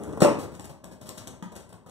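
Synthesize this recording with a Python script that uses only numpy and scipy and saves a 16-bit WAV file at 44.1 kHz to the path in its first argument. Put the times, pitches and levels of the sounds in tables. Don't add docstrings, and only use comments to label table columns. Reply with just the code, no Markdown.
import sys
import numpy as np
from scipy import signal
from scipy.fft import rfft, irfft, next_fast_len
from scipy.io import wavfile

SR = 44100
rng = np.random.default_rng(int(sys.argv[2]) if len(sys.argv) > 2 else 0)


def store_pcm(level_fs):
    pcm = np.round(np.clip(level_fs, -1, 1) * 32767).astype(np.int16)
    wavfile.write(sys.argv[1], SR, np.atleast_2d(pcm).T)


N = 83790
T = np.arange(N) / SR
HIT_T = T[:SR // 2]


def amp(db):
    return 10 ** (np.asarray(db) / 20)


def along(points, hz):
    f, v = np.transpose(points)
    return np.interp(np.log(hz + 1), np.log(f + 1), v)


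def level(points):
    return amp(np.interp(T, *np.transpose(points), left=-np.inf, right=-np.inf))


def filtered(x, response):
    size = next_fast_len(N + SR // 2)
    hz = np.fft.rfftfreq(size, 1 / SR)
    return irfft(rfft(x, size) * response(hz), size)[..., :N]


def noise(colour):
    x = filtered(rng.standard_normal(N), lambda hz: amp(along(colour, hz)))
    return x / x.std()


def burst(envelope, colour, size=4096):
    gains = amp(along(colour, np.fft.rfftfreq(size, 1 / SR)))
    cepstrum = irfft(np.log(gains))
    cepstrum[1:size // 2] *= 2
    cepstrum[size // 2 + 1:] = 0
    impulse = irfft(np.exp(rfft(cepstrum)))
    x = signal.fftconvolve(envelope * rng.standard_normal(len(envelope)), impulse)
    return x * np.sqrt(SR / 100 / np.sum(x ** 2))


def decay(fade_s, rise_s=1e-4):
    return np.exp(-np.log(1000) * HIT_T / fade_s) * (1 - np.exp(-HIT_T / rise_s))


def ring(hz, db, fade_s, rise_s):
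    return amp(db) * decay(fade_s, rise_s) * np.sin(2 * np.pi * hz * HIT_T)


def swell(hz, db, peak_s):
    envelope = (HIT_T / peak_s * np.exp(1 - HIT_T / peak_s)) ** 2
    return amp(db) * envelope * np.sin(2 * np.pi * hz * HIT_T)


def add(out, start, x):
    i = max(round(start * SR), 0)
    out[..., i:i + x.shape[-1]] += x[..., :N - i]


# f/Hz, fade/s
ECHO_FADE = [(100, 0.44), (600, 0.47), (2000, 0.44), (8000, .36), (15000, 0.21)]
def veranda(x, echo_db, build_s=0.0042, spread_db=-8):
    hz, t, spectrum = signal.stft(rng.standard_normal((2, SR // 2)), SR, nperseg=256)
    fade = np.exp(-np.log(1000) * t / along(ECHO_FADE, hz)[:, None])
    build = 1 - np.exp(-(t / build_s) ** 2)
    mid, side = signal.istft(spectrum * fade * build, SR, nperseg=256)[1]
    echo = mid + amp(spread_db) * np.array([side, -side])
    echo *= amp(echo_db) / np.linalg.norm(echo[0])
    echo[:, 0] += 1
    return signal.fftconvolve(x[None], echo, axes=1)[:, :N]


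# f/Hz, level/dB
AIR_COLOUR = [(25, 6), (70, 4), (170, -0.5), (350, -3.5), (650, -21), (1000, -8), (2000, -46), (4000, -48),
              (8000, -91), (15000, -48)]
def outdoor_air():
    return veranda(amp(-56) * noise(AIR_COLOUR), echo_db=-2.5)


# t/s, level/dB
TONE_LEVEL = [(0.701, -63), (.95, -60), (1.098, -50.5), (1.3, -59), (1.602, -68), (1.8, -63)]
def faint_tone(hz=619, waver_rad=0.4):
    waver = waver_rad * np.interp(T, np.linspace(0, T[-1], 50), rng.standard_normal(50))
    return level(TONE_LEVEL) * np.sin(2 * np.pi * hz * T + waver)


# t/s, level/dB
BOUNCES = [(1.425, -36), (1.742, -54.5)]
# f/Hz, level/dB
SLAP_COLOUR = [(40, -10), (170, 15.5), (330, 5.5), (650, -3), (1000, 8), (1600, -4), (2500, -12),
               (4000, -15), (8000, -15), (15000, -28.5)]
# f/Hz, level/dB, fade/s
BALL_NOTES = [(183.5, 3, .13), (920, -7, 0.11), (987, -16, 0.086)]
def ball():
    out = np.zeros((2, N))
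    ringing = sum(ring(*note, rise_s=0.0015) for note in BALL_NOTES)
    for start, db in BOUNCES:
        slap = burst(decay(fade_s=0.031), SLAP_COLOUR)
        add(out, start, amp(db) * veranda(slap, echo_db=1))
        add(out, start, amp(db) * veranda(ringing, echo_db=-19))
    return out


# t/s, level/dB
CLAW_TICKS = [(0.0359, -48.5), (0.044, -60), (.102, -80), (.127, -57), (0.173, -60), (0.546, -71),
              (.552, -54.5), (0.5964, -47), (.608, -54), (0.644, -58), (.655, -49), (0.8431, -48),
              (.929, -78), (1.015, -55.5), (1.07, -58.5), (1.0916, -40.5), (1.1775, -51), (1.181, -47.5),
              (1.2734, -44), (1.2786, -45), (1.36, -70), (1.525, -59.5), (1.554, -55), (1.564, -49.5),
              (1.692, -62), (1.730, -56.5), (1.869, -68), (1.896, -60)]
# f/Hz, level/dB
TICK_COLOUR = [(200, -7), (1000, -14), (2100, -7.5), (3300, -3), (5000, -9), (8000, 4), (10000, -6),
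               (13000, -7), (15500, -32)]
def claws():
    out = np.zeros((2, N))
    for start, db in CLAW_TICKS:
        tick = amp(db) * burst(decay(fade_s=0.0064), TICK_COLOUR)
        add(out, start, veranda(tick, echo_db=-3))
    return out


# t/s, thud level/dB, scuff level/dB, scuff length/s
STEPS = [(0.387, -43, -42, 0.034), (0.428, -35.5, -50.5, 0.013), (0.517, -42.5, -60, 0.013),
         (0.539, -41, -53, 0.022), (0.593, -38.5, -53, 0.041), (0.642, -42, -49.5, 0.012),
         (0.693, -41, -52.5, 0.016), (0.838, -40.5, -58, 0.017), (.912, -43.5, -53.5, 0.024),
         (.96, -52, -83, .02), (1.011, -42, -52, .03), (1.056, -46.5, -47, 0.045), (1.087, -39, -50, 0.025),
         (1.141, -54.5, -52, 0.073), (1.174, -41, -43.5, 0.018), (1.21, -42.5, -60, 0.018),
         (1.269, -39, -51.5, 0.018), (1.331, -45, -75, 0.017), (1.519, -43.5, -57.5, 0.011),
         (1.556, -41.5, -46.5, 0.019), (1.601, -44.5, -56, 0.018), (1.692, -50.5, -60, .02),
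         (1.725, -44, -58, 0.0067), (1.861, -46.5, -60, 0.019), (1.885, -44.5, -57, 0.026)]
# f/Hz, level/dB
THUD_COLOUR = [(30, -16), (70, 6), (125, 0.5), (250, -1.5), (380, -8), (650, -7.5), (1050, -15),
               (1500, -22), (2200, -26), (5000, -40)]
# f/Hz, level/dB
SCUFF_COLOUR = [(200, -5), (1000, 2.5), (2200, -4), (3400, -2.5), (5000, -2), (6500, -3.5), (8000, 1),
                (9600, -6.5), (11300, -5), (12300, -1.5), (13200, -14), (15500, -16)]
def paws(grit_db=1.5):
    out = np.zeros((2, N))
    grain_times = HIT_T[::40]
    for start, thud_db, scuff_db, length in STEPS:
        thud = amp(thud_db) * burst(decay(fade_s=0.15, rise_s=0.00083), THUD_COLOUR)
        grit = amp(grit_db * np.interp(HIT_T, grain_times, rng.standard_normal(len(grain_times))))
        stroke = (HIT_T / length) ** 0.25 * np.exp(-(HIT_T / length) ** 2)
        scuff = amp(scuff_db) * burst(grit * stroke, SCUFF_COLOUR)
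        add(out, start, veranda(thud + scuff, echo_db=-2))
    return out


# t/s, level/dB
RUMBLE_LEVEL = [(0, -35.5), (.03, -35.5), (.09, -37), (.2, -39), (.3, -30), (.44, -50.5), (.5, -65),
                (.58, -78)]
# t/s, level/dB
MECHANISM_KNOCKS = [(0.016, -41.5), (0.075, -34.5), (.091, -37.5), (0.132, -34), (.174, -30.5), (.386, -29),
                    (.443, -36)]
# f/Hz, level/dB
MECHANISM_COLOUR = [(30, -49), (70, -0.5), (130, -0.5), (320, 1.5), (480, -3), (750, -11), (1200, -17),
                    (2000, -28), (4000, -40.5), (8000, -35), (15000, -47)]
def wind_up():
    rumble = level(RUMBLE_LEVEL) * noise(MECHANISM_COLOUR)
    for start, db in MECHANISM_KNOCKS:
        add(rumble, start, amp(db) * burst(decay(fade_s=0.039), MECHANISM_COLOUR))
    return veranda(rumble, echo_db=-4)


# t/s, level/dB
SLIDE_LEVEL = [(.203, -37), (.207, -27), (.215, -34.5), (.221, -20), (.227, -24.5), (.233, -23),
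               (.243, -27), (.251, -26.5), (.262, -46), (.28, -54)]
# f/Hz, level/dB
SLIDE_COLOUR = [(30, -32), (120, 9), (600, 14), (1150, 8), (1700, 5.5), (2900, -6.5), (4500, 1),
                (5300, -1.5), (6500, -1.5), (8500, 4), (9700, -8), (11300, -7), (12300, -14), (15500, -14)]
def plunger_slide():
    return veranda(level(SLIDE_LEVEL) * noise(SLIDE_COLOUR), echo_db=-6.5)


def air_puff(start=0.2186):
    puff = np.zeros(N)
    add(puff, start, swell(hz=181.5, db=-9, peak_s=0.0057))
    return veranda(puff, echo_db=-10.5)


# t/s, knock level/dB, crack level/dB, ring level/dB
PLUNGER_HITS = [(.2199, -8.5, -17.5, -29.5), (0.2473, -14.5, -24, -21)]
# f/Hz, level/dB, time to peak/s
BARREL_NOTES = [(565, 2.5, 0.0027), (690, -11, 0.0019)]
# f/Hz, level/dB
CRACK_COLOUR = [(30, -50), (120, -12.5), (300, 7.5), (600, 1.5), (950, 2), (1280, -5.5), (1550, -13),
                (2100, -10.5), (2800, -9.5), (3400, -25), (5400, -21.5), (8000, -27), (15000, -31)]
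# f/Hz, level/dB, fade/s
HOUSING_NOTES = [(212.7, -5, 0.27), (335, -8, 0.2), (415.7, -11, 0.58), (498.5, 7, 0.19), (576, 8, 0.27),
                 (645, -13, 0.16), (872, -3.5, 0.33), (972, -7, 0.47), (1016, -12, 0.24),
                 (1139, -5.5, 0.23), (1234, -18, 0.65), (2105, -27, 0.082)]
def plunger_pop(knock_early_s=0.0012):
    knocks, cracks, housing = np.zeros((3, N))
    knock = sum(swell(*note) for note in BARREL_NOTES)
    ringing = sum(ring(*note, rise_s=0.0011) for note in HOUSING_NOTES)
    for start, knock_db, crack_db, ring_db in PLUNGER_HITS:
        add(knocks, start - knock_early_s, amp(knock_db) * knock)
        add(cracks, start, amp(crack_db) * burst(decay(fade_s=0.025), CRACK_COLOUR))
        add(housing, start, amp(ring_db) * ringing)
    return veranda(knocks, echo_db=-4.5) + veranda(cracks, echo_db=2) + housing


def scene():
    background = outdoor_air() + faint_tone()
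    dogs = claws() + amp(1) * paws()
    launcher = amp(-1.5) * wind_up() + plunger_slide() + air_puff() + plunger_pop()
    return background + ball() + dogs + launcher


# f/Hz, level/dB
LEFT_LOUDER = [(25, 19), (70, 32), (110, 6.5), (200, 6), (380, 0.5), (700, 2.5), (2400, 0), (4400, 3),
               (8100, 10.5), (13000, -3)]
# f/Hz, phase/rad
LEFT_PHASE = [(0, 0), (100, -1.4), (400, -1.1), (1200, -.2), (2350, -3.14), (16750, -40.8)]
def record(dry, low_cut_hz=87.4, top_hz=15700):
    def widen_stereo(hz):
        phase = np.interp(hz, *np.transpose(LEFT_PHASE))
        left = amp(along(LEFT_LOUDER, hz) / 2) * np.exp(0.5j * phase)
        return np.array([left, 1 / left]) / np.sqrt((abs(left) ** 2 + abs(left) ** -2) / 2)
    def low_cut(hz):
        return hz ** 2 / np.hypot(hz ** 2, low_cut_hz ** 2)
    x = filtered(dry, lambda hz: widen_stereo(hz) * low_cut(hz))
    rounded = x / (1 + x ** 6) ** (1 / 6)
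    return filtered(rounded, lambda hz: hz < top_hz)


dry = scene()
out = record(dry)
store_pcm(out)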